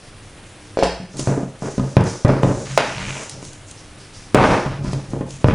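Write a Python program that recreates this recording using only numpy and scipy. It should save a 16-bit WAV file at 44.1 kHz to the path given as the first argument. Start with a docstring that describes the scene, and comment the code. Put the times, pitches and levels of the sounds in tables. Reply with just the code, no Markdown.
"""A spatula works sticky dough in a steel bowl on a wooden table, in a small hard-walled kitchen.
Bowl knocks are impacts that ring damped modes; drags and scrapes are stick-slip clicks filtered by the bowl.
The dough tears with a wet crackle of fine clicks, and a second spatula is dropped into a metal tray.
Diffuse reflections, room air and mains hum surround them; a close microphone overloads on the hardest knocks."""
import sys
import numpy as np
from scipy import signal
from scipy.fft import rfft, irfft
from scipy.io import wavfile

SR = 44100
rng = np.random.default_rng(int(sys.argv[2]) if len(sys.argv) > 2 else 0)


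def level_to_linear(level):
    """Convert decibel levels to linear amplitude factors, elementwise."""
    exponent = np.asarray(level, float) / 20
    return 10 ** exponent


def unload_wav(signal):
    """Save mono or channel-first audio to the path in sys.argv[1] as 16-bit WAV at rate SR, clipped to [-1, 1]."""
    wavfile.write(
        sys.argv[1],
        SR,
        np.round(np.clip(np.atleast_2d(signal).T, -1, 1) * 32767).astype(np.int16),
    )


N = 244314

# knocks of the bowl and spatula; clack and crack are relative to the thud:
# start_s, level_db, pitch_hz, clack_db, crack_db
BOWL_KNOCKS = [(1.193, -6.5, 277, -32, -34), (1.273, -6, 137, 1, -15), (1.376, -3.5, 302, -16, -32),
               (1.432, -9.5, 205, -22, -29), (1.622, -15.5, 192, -1, -28), (1.78, -5, 203, -18, -24),
               (1.796, -2, 207, -15, -24), (1.968, -4, 120, 12, -31), (2.008, 5.5, 136, -15, -21),
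               (2.019, -4.5, 300, -11, -24), (2.248, 10, 144, -29, -27), (2.281, -3, 131, -6, -14),
               (2.302, -8, 297, -1, -19), (2.433, -3.5, 141, 6, -11), (2.468, -6, 136, -12, -36),
               (2.488, -6, 300, -8, -29), (2.776, -8.5, 732, 17.5, 11), (3.427, -28, 195, 4, -5),
               (4.346, 10.5, 320, -9.5, -14), (4.661, -3.5, 152, -33, -23), (4.846, -8.5, 206, -30, -23),
               (4.932, -14, 146, 0, -4.5), (5.134, -10.5, 212, -7.5, -38), (5.209, -6, 275, -25, -29),
               (5.444, 1, 116, -2, -25), (5.485, 5, 140, -3.5, -22)]
# blows of the spatula falling into the tray: start_s, level_db, pitch_hz, clack_db, crack_db
TRAY_DROPS = [(0.772, 0, 560, -33, -38), (0.789, 1.5, 486, -2.5, -20), (0.826, 10.5, 684, -24, -48),
              (0.833, 7, 510, -0.5, -13), (0.828, -17, 71, 14, -40), (1.0, -11, 172, -34, -35)]
# modes of bowl and table top, damped by dough and hand: frequency_hz, relative_level_db, t60_s
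BOWL_MODES = [(38, -12, .1), (60, -11, .1), (137, -1, .2), (183, -5, .12), (240, -11, .05), (302, -7, .07),
              (372, -8, .05), (433, -9, .04), (521, -8, .04), (598, -7, .04), (660, -6, .04),
              (840, -6, .02), (980, -7, .025), (1216, -7, .015), (1500, -8, .012), (1820, -9, .012),
              (2450, -9, .01), (2800, -10, .01), (3250, -12, .008)]
# modes of tray and counter: frequency_hz, relative_level_db, t60_s
TRAY_MODES = [(58, 3, .4), (178, -1.5, .25), (371, -5, .06), (533, -2, .035), (678, 0, .03),
              (1000, -5, .012), (1728, -6, .006), (2444, -6, .006), (2859, -7, .006), (3400, -7, .006),
              (4447, -7, .01), (5017, -6, .016), (5319, -6, .016), (5927, -7, .01), (7400, -13, .006),
              (8500, -14, .015)]
# strokes of the blade; drive of the base on the table and of the blade on the steel:
# start_s, hold_s, base_db, blade_db, sharpness (0-1)
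BLADE_STROKES = [(1.14, 0.037, -32, -42, 0.15), (1.185, 0.0067, -23, -37, .24),
                 (1.269, 0.0029, -20, -21.5, 0.1), (1.375, .005, -28.5, -37.5, .02),
                 (1.43, .02, -40, -40.5, 0.08), (1.62, 0.018, -31.5, -32, 0.13),
                 (1.782, 0.0034, -16, -28.5, 0.11), (1.978, 0.056, -16, -20, 0.17),
                 (2.25, .005, -21, -17.5, 0.14), (2.29, 0.01, -8, -13.5, 0.16),
                 (2.442, 0.045, -10.5, -18.5, .1), (2.632, 0.32, -32, -38, 0.85),
                 (2.771, 0.0037, -36, -13, 0.58), (2.952, 0.14, -24.5, -30, 0.79),
                 (3.155, .05, -53, -32.5, 0.51), (3.32, 0.052, -37, -48.5, 0.07),
                 (4.363, .16, -12, -10, 0.39), (4.699, 0.045, -24, -30.5, .5), (4.79, 0.04, -24, -40.5, .1),
                 (4.857, 0.011, -20.5, -35.5, 0.47), (4.935, 0.0045, -21.5, -35, 0.15),
                 (5.09, 0.053, -31, -49, 0), (5.13, 0.015, -25, -33, 0), (5.222, 0.0093, -29, -39.5, 0),
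                 (5.296, 0.031, -34, -50, 1), (5.38, 0.046, -37.5, -58, 0.16),
                 (5.455, 0.009, -12, -21.5, 0.16), (5.49, .05, -9, -22.5, 0.48)]
# judder of the blade while the bowl is tilted: start_s, hold_s, drive_db
BLADE_JUDDER = [(2.915, .2, -30)]
# pulls that stretch and tear the dough: start_s, hold_s, drive_db, centre_hz
DOUGH_PULLS = [(0.0, 0.089, -49.5, 5070), (.234, 0.054, -52, 6140), (0.473, .01, -50.5, 6500),
               (0.608, 0.065, -50.5, 5600), (1.12, .03, -42.5, 5900), (1.177, .01, -37, 6260),
               (1.195, 0.012, -25.5, 6500), (1.625, 0.27, -38.5, 6200), (1.973, .005, -34, 5140),
               (2.066, 0.027, -24, 5930), (2.29, 0.055, -33, 5100), (2.436, 0.59, -32.5, 6450),
               (2.79, 0.15, -29, 5800), (3.062, 0.14, -31, 6500), (3.303, 0.011, -36, 5600),
               (3.424, .02, -39.5, 6600), (3.685, .005, -43.5, 7000), (3.775, 0.017, -45, 5600),
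               (4.003, 0.018, -44, 5200), (4.148, 0.045, -42, 5500), (4.419, 0.12, -26, 5430),
               (4.845, 0.089, -37.5, 5560), (5.106, .005, -44, 6340), (5.303, 0.019, -40, 6500),
               (5.472, .005, -34.5, 5280)]
# dough pulling off the blade, level of each burst before its noise and filter: start_s, level_db
DOUGH_SNAPS = [(1.1694, -22), (1.195, -12), (1.5908, -34), (2.0393, -19), (3.233, -21.5), (3.2956, -15.5),
               (3.427, -33), (3.45, -26), (3.532, -30.5), (3.7116, -28), (4.842, -40), (4.922, -29),
               (5.103, -34), (5.2916, -35), (5.306, -23.5), (5.477, -27)]
# reverberation time of the kitchen: frequency_hz, t60_s
ROOM_DECAY = [(60, 0.29), (400, 0.32), (2000, 0.49), (9000, 0.39)]
# spectrum of the room air, relative: frequency_hz, level_db
AIR_SPECTRUM = [(12, -34), (20, 7), (55, -3.5), (108, 1.5), (239, -6.5), (303, -7), (806, -12), (1020, -15),
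                (1110, -13.5), (2260, -16), (2640, -15.5), (6320, -26), (11000, -20.5), (14300, -47),
                (22000, -120)]
# mains hum, peak level about which it wavers: frequency_hz, level_db
MAINS_HUM = [(100, -49), (300, -55)]
# filter that makes the side signal fainter than the mid: frequency_hz, gain_db
SIDE_GAIN = [(60, -31.5), (220, -29), (840, -21.5), (3130, -14.5), (11700, -7.5)]

STROKE_RISE_DB_PER_S, BLADE_FALL_DB_PER_S = 4000, 115.5


def rms_one(x):
    """Energy normalisation: scale to unit rms."""
    return x / np.sqrt(np.mean(x ** 2) + 1e-20)


def at_hz(points, hz):
    """Spectral interpolation on a log-frequency axis."""
    points_hz, values = np.array(points).T
    return np.interp(np.log(hz + 1), np.log(points_hz), values)


def cut(x, hz, kind, order=2):
    """Maximally flat (Butterworth) filtering."""
    return signal.sosfilt(signal.butter(order, hz, kind, fs=SR, output="sos"), x)


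def drift(rate_hz):
    """Slow random fluctuation: one-pole filtered noise of unit rms, drawn 60 times a second."""
    steps = rng.standard_normal(6 * 60 + 4)
    r = np.exp(-2 * np.pi * rate_hz / 60)
    slow = signal.lfilter([1], [1, -r], steps)
    return np.interp(np.arange(N) / SR * 60, np.arange(len(slow)), rms_one(slow))


def ring(force, hz, t60_s):
    """Modal resonance: one damped oscillator driven by a force."""
    r = level_to_linear(-60 / (t60_s * SR))
    w = 2 * np.pi * hz / SR
    return signal.lfilter([0, np.sin(w)], [1, -2 * r * np.cos(w), r * r], force + 1e-18)


def grains(per_s, spread_db):
    """Stochastic micro-impacts: random clicks of uneven size and sign, of unit rms."""
    sizes = level_to_linear(spread_db * np.minimum(rng.exponential(1, N), 4))
    signs = rng.choice([-1, 1], N)
    return rms_one(sizes * signs * (rng.random(N) < per_s / SR))


def swells(start_s, hold_s, db, rise_db_per_s, fall_db_per_s):
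    """Exponential growth and decay: level in dB of the loudest event, and its index, at each sample."""
    t = np.arange(0, N, 32)[None] / SR - np.c_[start_s]   # one point every 32 samples
    before_s = np.maximum(-t, 0)
    after_s = np.maximum(t - np.c_[hold_s], 0)
    each_db = np.c_[db] - rise_db_per_s * before_s - fall_db_per_s * after_s
    level_db = np.interp(np.arange(N) / 32, np.arange(t.shape[1]), each_db.max(axis=0))
    loudest = np.repeat(each_db.argmax(axis=0), 32)[:N]
    return level_db, loudest


def blows(events, modes, ring_db, click_db, pick_db, crack_s, chatter_db, chatter_s, chatter_hz):
    """Impact excitation: a low swing, a clack that rings the modes, a crack and dying loose chatter."""
    out, t = np.zeros(N + SR), np.arange(SR // 2) / SR
    luck = rng.standard_normal((len(events), len(modes)))
    hiss = rng.standard_normal((len(events), 2, len(t)))
    for (start_s, db, hz, clack_db, crack_db), odds, (fine, loose) in zip(events, luck, hiss):
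        thud = -np.sin(2 * np.pi * hz * t) * np.exp(-t * hz / .9)
        thud = thud * (1 - np.exp(-t * hz * 8))   # soft start: dough cushions the contact

        # gentle contacts are duller
        clack_hz = np.clip(2050 * level_to_linear(0.27 * (db + clack_db)), 500, 2600)
        clack = cut(1.0 * (t == 0), clack_hz, "low")
        chatter = cut(loose * abs(loose), chatter_hz, "low")
        chatter = chatter * (1 - np.exp(-t / 0.0013)) * np.exp(-t / chatter_s)
        chatter = chatter / np.sqrt(np.sum(chatter ** 2))
        force = level_to_linear(clack_db) * clack + level_to_linear(chatter_db) * chatter
        # a small hard contact misses the deepest modes
        force = cut(force, 0.66 * hz, "high", order=4)

        body = 0
        for (mode_hz, mode_db, t60_s), k in zip(modes, odds):
            # a hard contact picks out the modes near its swing
            near_db = pick_db * np.log2(hz / 125) * np.exp(-(np.log(mode_hz / hz) / 0.29) ** 2)
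            body = body + level_to_linear(mode_db + near_db + 1.5 * k) * ring(force, mode_hz, t60_s)
        crack = cut(fine, [1600, 5000], "band", order=1) * np.exp(-t / crack_s)

        sound = thud + level_to_linear(ring_db) * body + level_to_linear(click_db) * force + level_to_linear(crack_db) * crack
        at = round(start_s * SR)
        out[at:at + len(t)] += level_to_linear(db) * sound
    return out[:N]


def bowl_knocks():
    """Impact on a damped shell: short blows ring the modes of bowl and table top."""
    return blows(BOWL_KNOCKS, BOWL_MODES, ring_db=-5.5, click_db=-8.5, pick_db=2.5, crack_s=0.0041,
                 chatter_db=-19, chatter_s=0.0068, chatter_hz=1390)


def rubbing():
    """Stick-slip friction: dull clicks from the base and dense sharp ones from the blade drive the bowl."""
    start_s, hold_s, base_db, blade_db, sharp = np.transpose(BLADE_STROKES)
    # a stroke that comes with a knock peaks 8 ms after it
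    knocks_s = np.array(BOWL_KNOCKS)[:, 0]
    nearest_s = knocks_s[abs(np.c_[start_s] - knocks_s).argmin(axis=1)]
    start_s = np.where(abs(start_s - nearest_s) < .04, nearest_s + .008, start_s)

    # the slower rise lets the bowl start to slide before the blade bites
    base_db, _ = swells(start_s, hold_s, base_db, rise_db_per_s=1600, fall_db_per_s=186)
    blade_db, now = swells(start_s, hold_s, blade_db, STROKE_RISE_DB_PER_S, BLADE_FALL_DB_PER_S)
    base = level_to_linear(base_db) * rms_one(cut(grains(900, spread_db=1.5), [30, 260], "band"))
    grit = level_to_linear(blade_db + 2.5 * drift(20)) * grains(2500, spread_db=3)

    # a faster, harder stroke sounds higher: crossfade between four bands
    corners_hz = [694, 1292, 2340, 3800]
    step = np.clip(sharp[now], 0, 1) * (len(corners_hz) - 1)
    blade = 0
    for k, hz in enumerate(corners_hz):
        band = cut(cut(grit, hz, "low", order=3), hz / 1.9, "high", order=1)
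        blade = blade + np.maximum(1 - abs(step - k), 0) * band / np.sqrt(hz / SR)

    low = sum(level_to_linear(db) * ring(base, hz, t60_s) for hz, db, t60_s in BOWL_MODES[:6])
    high = sum(level_to_linear(db) * ring(blade, hz, t60_s) for hz, db, t60_s in BOWL_MODES[4:])
    return level_to_linear(-43.5) * low + level_to_linear(-31.0) * high + level_to_linear(4) * blade


def judder():
    """Relaxation oscillation: the blade edge sticks and jumps, and each slip rings two upper bowl modes."""
    slips_per_s, unevenness = 68, .3
    db, _ = swells(*np.transpose(BLADE_JUDDER), STROKE_RISE_DB_PER_S, BLADE_FALL_DB_PER_S)
    turns = np.cumsum(slips_per_s * (1 + unevenness * drift(25))) / SR
    slips = np.diff(np.floor(turns), prepend=0) > 0
    slips = slips * level_to_linear(3 * rng.standard_normal(N))
    rung = sum(level_to_linear(mode_db) * ring(slips, hz, t60_s) for hz, mode_db, t60_s in BOWL_MODES[-3:-1])
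    return level_to_linear(db) * rms_one(rung)


def dough():
    """Fracture noise: threads tear in fine clicks coloured by the wet gap under the blade; larger ones snap."""
    start_s, hold_s, db, centre_hz = np.transpose(DOUGH_PULLS)
    db, now = swells(start_s, hold_s, db, rise_db_per_s=446, fall_db_per_s=89)
    clicks = grains(6000, spread_db=0.5)
    gap = 0
    for hz in np.geomspace(3800, 9000, 10):
        band = cut(clicks, [hz / 1.1, hz * 1.1], "band", order=1)
        weight = np.exp(-(np.log(centre_hz / hz) / .1) ** 2)   # bands near each pull's centre
        gap = gap + weight[now] * band
    crackle = level_to_linear(-5) * cut(clicks, 2500, "high", order=1) + level_to_linear(2) * gap
    tear = level_to_linear(db + drift(20)) * crackle

    snaps = np.zeros(N)
    for snap_s, level_db in DOUGH_SNAPS:
        snaps[round(snap_s * SR)] = level_to_linear(level_db)
    fade = signal.lfilter([1], [1, -np.exp(-1 / (0.0034 * SR))], snaps)   # 3.4 ms decay
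    burst = fade * rng.standard_normal(N)
    return tear + cut(burst, 3400, "high")


def tray_drops():
    """Impact on a thin plate: the falling spatula rings tray and counter, with long bright chatter."""
    return blows(TRAY_DROPS, TRAY_MODES, ring_db=-13, click_db=2.0, pick_db=0.0, crack_s=0.0083,
                 chatter_db=-9, chatter_s=0.05, chatter_hz=6500)


def kitchen(x):
    """Diffuse reverberation: noise that dies band by band, one for the mid and one for the side."""
    t = np.arange(SR) / SR
    edges_hz = 40 * 2 ** np.arange(0, 8.6, 1)
    echo = 0
    for low, high in zip(edges_hz, edges_hz[1:]):
        decay = level_to_linear(-60 * t / at_hz(ROOM_DECAY, np.sqrt(low * high)))
        echo = echo + decay * cut(rng.standard_normal((2, SR)), [low, high], "band")
    echo = echo * (1 - np.exp(-t / 0.0014)) * (t > .004)   # silent for the first 4 ms
    echo /= np.sqrt(np.sum(echo[0] ** 2))
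    return signal.fftconvolve(x[None], echo, axes=1)[:, :N]


def air():
    """Stationary background: shaped noise in mid and side, and a wavering mains hum in the mid."""
    hz = np.arange(N // 2 + 1) * SR / N
    spectrum = rfft(rng.standard_normal((2, N))) * level_to_linear(at_hz(AIR_SPECTRUM, hz))
    noise = rms_one(irfft(spectrum, N)) * level_to_linear(-42 + drift(36))
    t = np.arange(N) / SR
    hum = sum(level_to_linear(db + 2 * drift(0.8)) * np.sin(2 * np.pi * f * t) for f, db in MAINS_HUM)
    return noise + [[1], [0]] * hum


def spread(mid, side):
    """Mid-side stereophony: the side signal is fainter and grows toward the treble."""
    hz = np.arange(N // 2 + 1) * SR / N
    side = irfft(rfft(side) * level_to_linear(at_hz(SIDE_GAIN, hz)), N)
    return np.array([mid + side, mid - side])


def scene():
    """Superposition of direct sound, room and air."""
    knocks, drops = bowl_knocks(), tray_drops()
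    rub, wet = rubbing() + judder(), dough()
    room = kitchen(level_to_linear(-7) * knocks + level_to_linear(-3.5) * drops + level_to_linear(-11.5) * rub + level_to_linear(-14) * wet)
    mid, side = room + air()
    return spread(mid + knocks + drops + rub + wet, level_to_linear(0.5) * side)


def top_cut(x):
    """Nothing passes above the cut-off."""
    return signal.sosfilt(signal.butter(12, 12300, fs=SR, output="sos"), x)


def record(dry):
    """Dynamic compression: gain ducks after loud knocks, too late for their first swing, which clips."""
    release_db = 45 * np.arange(N) / SR   # 45 dB a second
    level_db = 20 * np.log10(abs(dry).max(axis=0) + 1e-9)
    held_db = np.maximum.accumulate(level_db + release_db) - release_db
    r = np.exp(-1 / (.004 * SR))   # the gain follows in 4 ms
    excess_db = np.maximum(held_db + 20, 0)   # above a threshold of -20 dB
    duck_db = signal.lfilter([1 - r], [1, -r], .3 * excess_db)
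    loud = np.clip(dry * level_to_linear(-duck_db), -1, 1)
    # steep low-pass, 60 dB down from 11700 Hz up
    low_pass = signal.cheby2(12, 60, 11700, fs=SR, output="sos")
    mix = signal.sosfilt(low_pass, loud)
    return top_cut(mix)


dry = scene()
out = record(dry)
unload_wav(out)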